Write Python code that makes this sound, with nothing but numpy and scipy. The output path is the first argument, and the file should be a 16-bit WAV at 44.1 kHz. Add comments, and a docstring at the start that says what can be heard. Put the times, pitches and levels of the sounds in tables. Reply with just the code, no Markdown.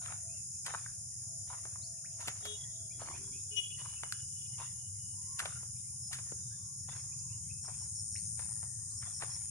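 """Slow steps over dry clods and straw at the edge of a field full of cicadas; small birds chirp and trill.
Far off an engine thuds, a motor whines, a horn toots twice and roosters crow.
Cicada bands, straw, cloth and air are shaped noise; near cicadas are pulsed, rasping tones.
Birds, roosters and horn are sliding or ringing tones with echo; steps add crumbs, ticks and cracks."""
import sys
import numpy as np
from scipy import signal
from scipy.fft import rfft, irfft, next_fast_len
from scipy.io import wavfile
from scipy.ndimage import uniform_filter1d, map_coordinates

SR = 44100
rng = np.random.default_rng(int(sys.argv[2]) if len(sys.argv) > 2 else 0)


def wav_record(signal):
    """Record a signal, one row per channel, as 16-bit PCM in the file named by sys.argv[1]."""
    frames = np.transpose(np.atleast_2d(signal))
    bounded = np.clip(frames, -1, 1)
    # unit amplitude maps onto the largest positive 16-bit level
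    quanta = np.round(bounded * 32767).astype(np.int16)
    wavfile.write(sys.argv[1], SR, quanta)


N = 418950

# Spectrum of the open air. Each row: frequency in Hz, relative density in dB per Hz.
AIR_SPECTRUM = [(30, -9), (250, 2), (450, -6.5), (1000, -8), (2000, -16), (3500, -28), (6000, -31),
                (14000, -53)]
# Echo of the tree line. Each row: frequency in Hz, decay by 60 dB in seconds.
TREE_ECHO = [(200, 0.15), (1000, 0.24), (3000, 0.41), (9000, 0.012)]
# Engine loudness. Each row: time in seconds, level in dB.
ENGINE_LEVEL = [(0, -54.5), (3.8, -55), (8.2, -50), (9.5, -51.5)]
# Exhaust spectrum. Each row: frequency in Hz, relative density in dB per Hz.
EXHAUST_SPECTRUM = [(20, -29), (38, -30), (60, -10.5), (80, -0.5), (100, 4), (125, 3), (160, -7),
                    (220, -18.5), (320, -38.5), (600, -70.5)]
# Rooster syllables. Each row: start in seconds, length in seconds, start pitch in Hz, end pitch in Hz,
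# relative level in dB, overtone against fundamental in dB.
CROWS = [(0, 0.15, 712, 704, -61.5, -1), (0.129, 0.26, 687, 652, -68.5, -21),
         (2.568, 0.12, 1023, 989, -75, 6), (5.127, 0.31, 940, 1153, -68, -16),
         (6.516, 0.28, 1140, 1098, -76.5, -14), (6.946, 0.5, 1192, 980, -73.5, -40),
         (8.387, 0.55, 959, 898, -84, 8), (8.748, 0.26, 1108, 1146, -75, -20)]
# Toots of a far vehicle horn. Each row: start in seconds, length in seconds, pitch in Hz,
# relative level in dB, disc resonance in Hz.
TOOTS = [(2.425, 0.15, 417.5, -50.5, 3450), (3.505, 0.062, 419, -55, 2850),
         (3.561, 0.05, 419.5, -35.5, 2965)]
# Slurred whistles of the nearer birds. Each row: start in seconds, length in seconds, start pitch in Hz,
# end pitch in Hz, relative level in dB.
CHIRPS = [(0.283, 0.1, 2450, 2750, -65), (1.816, 0.09, 3580, 6480, -53.5),
          (2.041, 0.027, 1090, 2830, -55.5), (2.904, 0.025, 2230, 2430, -58),
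          (3.121, 0.048, 2110, 2635, -53), (3.319, 0.075, 2290, 2660, -60),
          (3.701, 0.037, 2480, 2790, -55.5), (3.957, 0.043, 2570, 2770, -58),
          (5.998, 0.12, 5600, 5060, -51), (6.377, 0.3, 3780, 3500, -74.5), (6.5, 0.064, 1550, 1760, -67.5),
          (7.116, 0.023, 2410, 2620, -62.5), (7.189, 0.02, 4520, 7470, -44.5),
          (7.29, 0.063, 2430, 2900, -64.5), (7.495, 0.033, 2450, 2594, -57),
          (8.154, 0.011, 1420, 2900, -49), (8.161, 0.091, 3680, 5900, -62), (8.247, 0.047, 5720, 7200, -46),
          (8.9, 0.058, 3500, 6450, -63)]
# Phrases of evenly spaced trills. Each row: start in seconds, number of trills, mean level of the last in dB.
TRILL_PHRASES = [(6.45, 4, -52.5), (7.617, 4, -44), (8.966, 3, -42.5)]
# Lower cicada band. Each row: frequency in Hz, relative density in dB per Hz.
CHORUS_SPECTRUM = [(3500, -37.5), (4500, -40), (5000, -3), (5500, -3), (6200, 1), (6600, 5.5), (6920, 10),
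                   (7200, 4.5), (7500, -0.5), (7950, -19), (10000, -78)]
# Upper cicada band. Each row: frequency in Hz, relative density in dB per Hz.
HIGH_CHORUS_SPECTRUM = [(7000, -45.5), (7900, -2), (8500, 4.5), (9100, 12), (9700, 11), (10000, 5.5),
                        (10350, 1.5), (10700, -25), (11400, -58)]
# Swell of the upper band. Each row: time in seconds, level in dB.
HIGH_SWELL = [(0, -50), (2.7, -50.5), (3.6, -48.5), (5.8, -48.5), (6.7, -49.5), (9.5, -49)]
# Song bouts of near cicadas. Each row: start in seconds, end in seconds, tymbal pulses per second,
# pitch in Hz, level in dB, left over right in dB.
BOUTS = [(-1.0, 1.9, 100, 9760, -54.5, 1.2), (2.6, 6.3, 101.2, 9700, -54, 1.2),
         (7.3, 8.8, 109.5, 9250, -45, 9), (8.4, 9.9, 109, 9270, -47, 9), (6.9, 9.4, 107, 8400, -52.5, 7)]
# Cloth spectrum. Each row: frequency in Hz, relative density in dB per Hz.
CLOTH_SPECTRUM = [(180, 0), (300, -4), (390, 1), (480, -20), (900, -73)]
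# A sole pressing on straw and soil. Each row: start in seconds, fade time in seconds, relative level in dB.
STEPS = [(0, 0.16, -53.5), (0.639, 0.21, -51.5), (1.457, 0.28, -62), (2.169, 0.37, -58.5),
         (2.975, 0.25, -55.5), (3.762, 0.26, -59), (4.563, 0.16, -56.5), (5.363, 0.22, -53.5),
         (6.098, 0.22, -59.5), (6.873, 0.15, -55), (7.624, 0.24, -62), (8.356, 0.18, -59),
         (8.999, 0.18, -61), (9.189, 0.22, -55.5)]
# Rustle underfoot. Each row: frequency in Hz, relative density in dB per Hz.
RUSTLE_SPECTRUM = [(100, -14), (300, 1), (550, -21.5), (800, -9.5), (1400, -0.5), (2200, 6), (3100, 1),
                   (4500, 0.5), (8000, -27.5), (14000, -58)]
# Clods breaking underfoot. Each row: time in seconds, level in dB, pitch in Hz,
# fall-off to either side in dB per octave, crumbling time in seconds.
CLODS = [(0.061, -48, 1710, 15, 0.0011), (.123, -48.5, 1310, 16, 0.0048), (.669, -48, 1143, 11, 0.012),
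         (.682, -47, 1180, 16, 0.00076), (0.7395, -43.5, 970, 13, 0.00024),
         (0.7478, -38.5, 1130, 18.5, 0.001), (0.7524, -43.5, 1140, 20, 0.00039),
         (0.862, -49.5, 1450, 41, 0.0015), (1.502, -49, 905, 32, 0.025), (1.531, -48.5, 1130, 25, 0.014),
         (1.654, -51, 650, 9, 0.0033), (1.758, -55.5, 1200, 21, 0.0032), (2.226, -55.5, 890, 22, 0.011),
         (2.276, -41, 600, -1, 0.0072), (2.283, -39, 1010, 4.5, 0.0027), (2.455, -42, 1120, 0.5, 0.011),
         (3.018, -47.5, 730, 31, 0.0024), (3.087, -49.5, 1150, 11, 0.0013), (3.859, -51, 1060, 27, 0.0073),
         (4.035, -43, 1270, 12, 0.0017), (4.628, -54, 1180, 23, .012), (5.401, -38, 1520, 18, 0.005),
         (5.457, -39, 1220, 6, 0.005), (5.632, -58, 855, 5.5, 0.0045), (6.188, -51.5, 1310, 7, 0.006),
         (6.322, -48, 274, 6.5, 0.0034), (6.888, -53, 870, 19, 0.0054), (7.684, -50.5, 870, 17, 0.014),
         (8.395, -50.5, 1100, 7, 0.0074), (8.423, -59, 1520, 10, 0.0042), (8.63, -55, 960, 10.5, 0.012),
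         (9.028, -51.5, 1530, 20, 0.009), (9.2235, -41.5, 890, 10.5, 0.0031), (9.235, -46, 856, 5, 0.0038)]
# Dry stalks cracking. Each row: time in seconds, level in dB, splintering time in seconds.
STALKS = [(.665, -39, 0.0056), (2.208, -47.5, 0.03), (2.2824, -40, 0.011), (4.1246, -36, 0.0014),
          (5.394, -34.5, 0.011), (6.131, -37.5, 0.018)]
# Crack spectrum of a stalk. Each row: frequency in Hz, relative gain in dB.
STALK_SPECTRUM = [(300, -48), (800, -12), (1600, 0.5), (3300, -2.5), (6500, -2.5), (9000, -2),
                  (11000, -0.5), (14000, -32)]

TOP_HZ = 13900
WHINE_HZ, WHINE_DB = 662, -71.5
WHINE_START_S, WHINE_STOP_S, WHINE_RISE_S, WHINE_FALL_S = 0.51, 3.3, 0.96, 0.35
TRILL_GAP_S, TRILL_GROWS_DB = 0.1675, 1.5
CHORUS_DB = -46.5
SURGE_S, SURGE_PEAK_S, SURGE_DB = 0.956, 5.35, 0.5  # lower band: period, time of one crest, depth
BOUT_SWELL_S, BOUT_FADE_S = 1, 0.22
RUB_S, RUB_END_S, RUB_RISE_S, RUB_FALL_S, RUB_DB = 2.883, 3.444, 0.2, 0.14, -60.5
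LEAD_S = 0.012  # a short noise ramp this long leads into each tick


def amp(db):
    """Decibels to gain."""
    return 10 ** (np.asarray(db) / 20)


def unit(x):
    """Scale to rms 1."""
    return x / np.sqrt(np.mean(x ** 2) + 1e-20)


def along(points, hz):
    """Interpolate (Hz, value) points on a log frequency axis."""
    f, v = np.transpose(points)
    return np.interp(np.log(hz + 1), np.log(f + 1), v)


def curves(rows):
    """One value per sample for each column after the time."""
    s, *cols = np.transpose(rows)
    return [np.interp(np.arange(N) / SR, s, c) for c in cols]


def wobble(rate_hz, size=8):
    """A smooth random curve with rate_hz knots a second."""
    knots = rng.standard_normal(int(N * rate_hz / SR) + 4)
    at = np.arange(size * len(knots)) / size
    return np.interp(np.arange(N) * rate_hz / SR, at, map_coordinates(knots, [at]))


def swell(start_s, end_s, attack_s, release_s):
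    """Attack, hold and release between two times."""
    t = np.arange(N) / SR
    return np.clip(np.minimum((t - start_s) / attack_s, (end_s - t) / release_s), 0, 1)


def filtered(x, response):
    """Multiply the spectrum of x by a response of frequency."""
    m = next_fast_len(N + SR // 2)
    return irfft(rfft(x, m) * response(np.fft.rfftfreq(m, 1 / SR)), m)[..., :N]


def coloured(x, spectrum):
    """x through a spectrum, at rms 1."""
    return unit(filtered(x, lambda hz: amp(along(spectrum, hz))))


def stereo_noise(spectrum):
    """Two independent channels of shaped noise."""
    return coloured(rng.standard_normal((2, N)), spectrum)


def patchy(x, depth_db, size=3):
    """x at rms 1 with random gain patches in frequency and time, larger with size."""
    z = signal.stft(x, nperseg=512)[2]
    field = uniform_filter1d(rng.standard_normal(z.shape[1:]), size, 0)
    field = uniform_filter1d(field, 4 * size, 1)
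    return unit(signal.istft(z * amp(depth_db * unit(field)), nperseg=512)[1][:, :N])


def causal(gain_db, size=2048):
    """A unit-energy minimum-phase impulse response with the given dB gain of frequency."""
    cep = irfft(np.log(amp(gain_db(np.fft.rfftfreq(size, 1 / SR)))))
    cep[1:size // 2] *= 2  # fold the cepstrum to positive time
    cep[size // 2 + 1:] = 0
    h = irfft(np.exp(rfft(cep)))
    return h / np.linalg.norm(h)


def add(track, s, sound):
    """Mix a sound in at time s."""
    start = max(0, round(s * SR))
    part = track[..., start:start + sound.shape[-1]]
    part += sound[..., :part.shape[-1]]


def pan(lean_db):
    """Left and right gains for a left-over-right level difference."""
    return amp(np.array([[0.5], [-0.5]]) * lean_db)


def ports(pair, spread):
    """Two microphone signals from a common part and a differing part."""
    return np.array([pair[0] + spread * pair[1], pair[0] - spread * pair[1]])


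def lagged(pair, lag_ms):
    """Sound from the left reaches the left microphone first."""
    side = np.array([[1], [-1]])
    return filtered(pair, lambda hz: np.exp(1j * np.pi * hz * lag_ms / 1000 * side))


def glide(length_s, start_hz, end_hz, bend=1):
    """Phase and arched envelope of a sliding note; with a bend under 1 it slides fast first, then levels off."""
    u = np.linspace(0, 1, max(8, int(length_s * SR)))
    hz = start_hz * (end_hz / start_hz) ** (u ** bend)
    return 2 * np.pi * np.cumsum(hz) / SR, np.sqrt(np.abs(np.sin(np.pi * u)))


def waver(depth_hz, rate_hz, length):
    """Phase of a random frequency deviation, length samples long."""
    return 2 * np.pi * np.cumsum(depth_hz * wobble(rate_hz)[:length]) / SR


def echo(x, late_db=-20, late_t60_s=0.46):
    """The scattered answer of the trees, with a faint longer roll from the land beyond."""
    hz, t, z = signal.stft(rng.standard_normal((2, 3 * SR)), SR, nperseg=256)
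    trees = amp(-60 * t / along(TREE_ECHO, hz)[:, None])
    land = amp(late_db - 60 * t / late_t60_s)
    tail = signal.istft(z * (trees + land), SR, nperseg=256)[1]
    answer = signal.fftconvolve(x[None], tail / np.linalg.norm(tail[0]), axes=1)[:, :N]
    # moving air makes it flutter
    return (0.85 + 0.25 * np.tanh(wobble(40))) * answer


def distant(x, wet_db):
    """A far sound with its echo."""
    return x + amp(wet_db) * echo(x)


def open_air():
    """Faint, patchy, slowly wavering noise, almost unrelated between the sides."""
    hush = ports(patchy(stereo_noise(AIR_SPECTRUM), depth_db=7.0), spread=0.99)
    return amp(-81.0 + 0.52 * wobble(2.6)) * hush


def engine(firing_hz=19.7, blur=1.7):
    """Slow exhaust beats, blurred by distance into a low rumble."""
    db, = curves(ENGINE_LEVEL)
    cycles = np.cumsum(firing_hz * (1 + 0.0093 * wobble(3.3))) / SR
    beats = np.diff(np.floor(cycles), prepend=0)
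    thud = coloured(beats - beats.mean(), EXHAUST_SPECTRUM)
    rumble = ports(stereo_noise(EXHAUST_SPECTRUM), spread=0.26)
    return amp(db + 0.72 * wobble(11)) * unit(thud + blur * rumble) * pan(1.5)


def whine():
    """A far motor comes up, holds one wavering note, then dies away."""
    running = swell(WHINE_START_S, WHINE_STOP_S, WHINE_RISE_S, WHINE_FALL_S)
    phase = 2 * np.pi * np.cumsum(WHINE_HZ * (1 + 0.009 * wobble(45))) / SR
    side_drift = 0.5 * np.array([wobble(20), wobble(20)])
    return running * amp(WHINE_DB + 2.5 * wobble(9)) * np.sin(phase + side_drift)


def roosters(hoarse=0.04):
    """Far crows: hoarse, ragged sliding notes with a strong echo."""
    out = np.zeros(N)
    for s, length_s, start_hz, end_hz, db, overtone_db in CROWS:
        phase, arch = glide(length_s, start_hz, end_hz)
        phase = phase + waver(hoarse * start_hz, 144.6, len(phase))
        voice = np.sin(phase) + amp(overtone_db) * np.sin(2 * phase)
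        add(out, s, amp(db) * arch * voice)
    ragged = amp(5 * np.tanh(wobble(60)) - 2)
    return distant(out * ragged, wet_db=-1)


def horn(width_hz=370, base_db=-58, octave_db=-2, octave_t60_s=0.13):
    """A buzzing diaphragm drives a disc that rings near 3 kHz, and briefly at its octave as each toot starts."""
    out = np.zeros(N)
    k = np.arange(1, 17)
    for s, length_s, pitch_hz, db, ring_hz in TOOTS:
        phase, arch = glide(length_s, pitch_hz, pitch_hz)
        phase = phase + waver(0.006 * pitch_hz, 600, len(phase))
        partials = np.sin(k[:, None] * phase)

        def ring(centre_hz):
            return (1 / (1 + ((k * pitch_hz - centre_hz) / width_hz) ** 2) ** 2) @ partials

        onset = amp(octave_db - 60 * np.arange(len(phase)) / SR / octave_t60_s)
        disc = amp(db + 5.5) * (ring(ring_hz) + onset * ring(2 * ring_hz))
        base = amp(base_db) * length_s / 0.071 * partials[0]  # longer toots get more fundamental
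        add(out, s, arch ** 2 * (disc + base))
    direct = lagged(out * pan(10), lag_ms=0.19)
    roll = echo(out, late_db=-16, late_t60_s=4.4)
    # moving air breaks up the long roll
    flutter = 1 + 0.4 * wobble(70) + 0.25 * wobble(300)
    roll = np.std(roll) * patchy(roll * flutter, depth_db=3.5)
    return direct + amp(-9.0) * roll


def chatter(count=70, level_db=-80, range_db=5, centre_hz=2300, scatter=0.33):
    """Many farther birds drop faint short notes at random."""
    out = np.zeros(N)
    for when, pitch, slide, size in rng.random((count, 4)):
        hz = centre_hz * np.exp(scatter * (2 * pitch - 1))
        phase, arch = glide(0.035, hz, hz * np.exp(0.8 * (slide - 0.5)))
        drift = np.cumsum(rng.normal(0, 0.088, len(phase)))
        add(out, when * N / SR, amp(level_db + range_db * size) * arch ** 2 * np.sin(phase + drift))
    return distant(out, wet_db=2.0)


def birds(note_gap_s=0.0103, count=6):
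    """Single slurred, fluttering whistles, and growing runs of trills made of very quick falling notes."""
    out = np.zeros(N)
    for s, length_s, start_hz, end_hz, db in CHIRPS:
        phase, arch = glide(length_s, start_hz, end_hz, bend=0.75)
        add(out, s, amp(db) * arch * np.sin(phase + waver(75, 300, len(phase))))
    out *= amp(2 * wobble(150) - 1)  # flutter, whistles only
    for start_s, trills, db in TRILL_PHRASES:
        for i in range(round(trills)):
            level_db = db - TRILL_GROWS_DB * (trills - 1 - i)
            for k in range(count):
                phase, arch = glide(0.0099, start_hz=5950 + rng.normal(0, 54), end_hz=5125)
                note = amp(level_db + rng.normal(0, 2.3)) * arch ** 2 * np.sin(phase)
                add(out, start_s + i * TRILL_GAP_S + k * note_gap_s, note)
    return distant(out, wet_db=-7)


def cicada(rate_hz, centre_hz, sweep_hz, rasp_hz):
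    """Each tymbal buckle is a short rasping burst whose pitch falls."""
    cycle = np.cumsum(rate_hz * (1 + 0.0053 * wobble(14))) / SR % 1
    burst = np.exp(2 * np.cos(2 * np.pi * (cycle - 0.5)))
    hz = centre_hz - sweep_hz * (cycle - 0.5) + rasp_hz * wobble(700)
    phase = 2 * np.pi * np.cumsum(hz) / SR
    side_drift = np.array([0 * phase, 2 * wobble(60)])
    return unit(amp(0.5 * wobble(40)) * burst * np.sin(phase + side_drift))


def swarm(spectrum):
    """Countless far cicadas merge into a band of patchy noise."""
    return patchy(stereo_noise(spectrum), depth_db=0.8, size=10)


def insects():
    """Two far bands, the lower surging in step; near cicadas swell out of the upper band in bouts."""
    high_db, = curves(HIGH_SWELL)
    surge_db = SURGE_DB * np.cos(2 * np.pi * (np.arange(N) / SR - SURGE_PEAK_S) / SURGE_S)
    out = amp(CHORUS_DB + surge_db) * swarm(CHORUS_SPECTRUM) * pan(-0.59)
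    out += amp(high_db) * swarm(HIGH_CHORUS_SPECTRUM) * pan(6.5)
    for start_s, end_s, rate_hz, hz, db, lean_db in BOUTS:
        song = cicada(rate_hz, hz, sweep_hz=1100, rasp_hz=90)
        out += amp(db) * swell(start_s, end_s, BOUT_SWELL_S, BOUT_FADE_S) * song * pan(lean_db)
    return out


def rub():
    """A dull rub of clothing, close by: low noise that swells and fades."""
    brush = swell(RUB_S, RUB_END_S, RUB_RISE_S, RUB_FALL_S)
    cloth = ports(stereo_noise(CLOTH_SPECTRUM), spread=0.3)
    return brush * amp(RUB_DB + 0.86 * wobble(40)) * cloth


def crumbs(pitch_hz=1280, scatter=0.31, cycles=2.05, count=3600, size=300):
    """Bits of dry soil breaking, each with a tiny ring at its own pitch."""
    t = np.arange(size) / SR
    pitch, strength = np.clip(rng.standard_normal((2, count, 1)), -2, 2)
    turns = pitch_hz * np.exp(scatter * pitch) * t
    rings = amp(3.3 * strength) * np.sin(2 * np.pi * turns) * np.exp(-turns / cycles)
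    at = rng.integers(N, size=(count, 1)) + np.arange(size)
    return unit(np.bincount(at.ravel(), rings.ravel(), N)[:N])


def steps(rise_s=0.024, fade_db=12, rustle_db=-6, crumb_db=-2.5):
    """Each sole eases onto rustling straw and crushes soil in clumps; both thin out as the foot settles."""
    t, press = np.arange(SR) / SR, np.zeros(N)
    for s, length_s, db in STEPS:
        add(press, s, amp(db - fade_db * (t / length_s) ** 2) * np.minimum(t / rise_s, 1) ** 2)
    straw = ports(patchy(stereo_noise(RUSTLE_SPECTRUM), depth_db=6), spread=0.8)
    clumps = amp(6 * np.tanh(wobble(55)))
    soil = patchy(ports([crumbs(), crumbs()], spread=0.5), depth_db=4)
    ground = press * (amp(rustle_db) * np.sqrt(clumps) * straw + amp(crumb_db) * clumps * soil)
    return lagged(ground * pan(0.53), lag_ms=0.08)


def fracture(spread_s, gain_db, crumb_db=-28, crumb_t60_s=0.16):
    """A short ramp of noise, one clean tick that breaks into bits over spread_s, then a trickle of crumbs."""
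    lead = round(LEAD_S * SR)
    t = np.arange(-lead, SR // 10) / SR
    bits = np.clip(rng.standard_normal((2, len(t))), -2, 2) ** 3
    ramp = np.minimum(1 + t / LEAD_S, 1) ** 2
    trickle = amp(crumb_db - 60 * t / crumb_t60_s)
    force = 0.06 * bits * ramp * (np.exp(-np.abs(t) / spread_s) + trickle)
    force[0, lead] += 1
    tick = signal.fftconvolve(ports(force, spread=0.31), causal(gain_db)[None], axes=1)
    return tick / np.linalg.norm(tick.mean(0)) * np.sqrt(SR / 100)  # energy of rms 1 over 10 ms


def snaps(knee_octaves=0.39):
    """Each clod breaks with a dull tick at its own pitch; dry stalks crack across the whole treble."""
    out = np.zeros((2, N))
    for s, db, pitch_hz, slope_db, spread_s in CLODS:
        def body(hz):
            octaves = np.hypot(np.log2((hz + 1) / pitch_hz), knee_octaves)
            return np.maximum(-slope_db * octaves - (hz / 5000) ** 2, -90)

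        add(out, s - LEAD_S, amp(db) * fracture(spread_s, body))
    for s, db, spread_s in STALKS:
        add(out, s - LEAD_S, amp(db) * fracture(spread_s, lambda hz: along(STALK_SPECTRUM, hz)))
    return lagged(out * pan(0.76), lag_ms=0.14)


def walker():
    """Footsteps with a weak echo, and the rub of clothing."""
    feet = steps() + snaps()
    return feet + amp(-10) * echo(feet.mean(0)) + rub()


def scene():
    """All sources over the faint hush of open air."""
    far = open_air() + engine() + whine() + roosters() + horn()
    return far + chatter() + birds() + insects() + walker()


def record(dry):
    """Band limit: nothing passes from TOP_HZ up."""
    return filtered(dry, lambda hz: hz < TOP_HZ)


dry = scene()
out = record(dry)
wav_record(out)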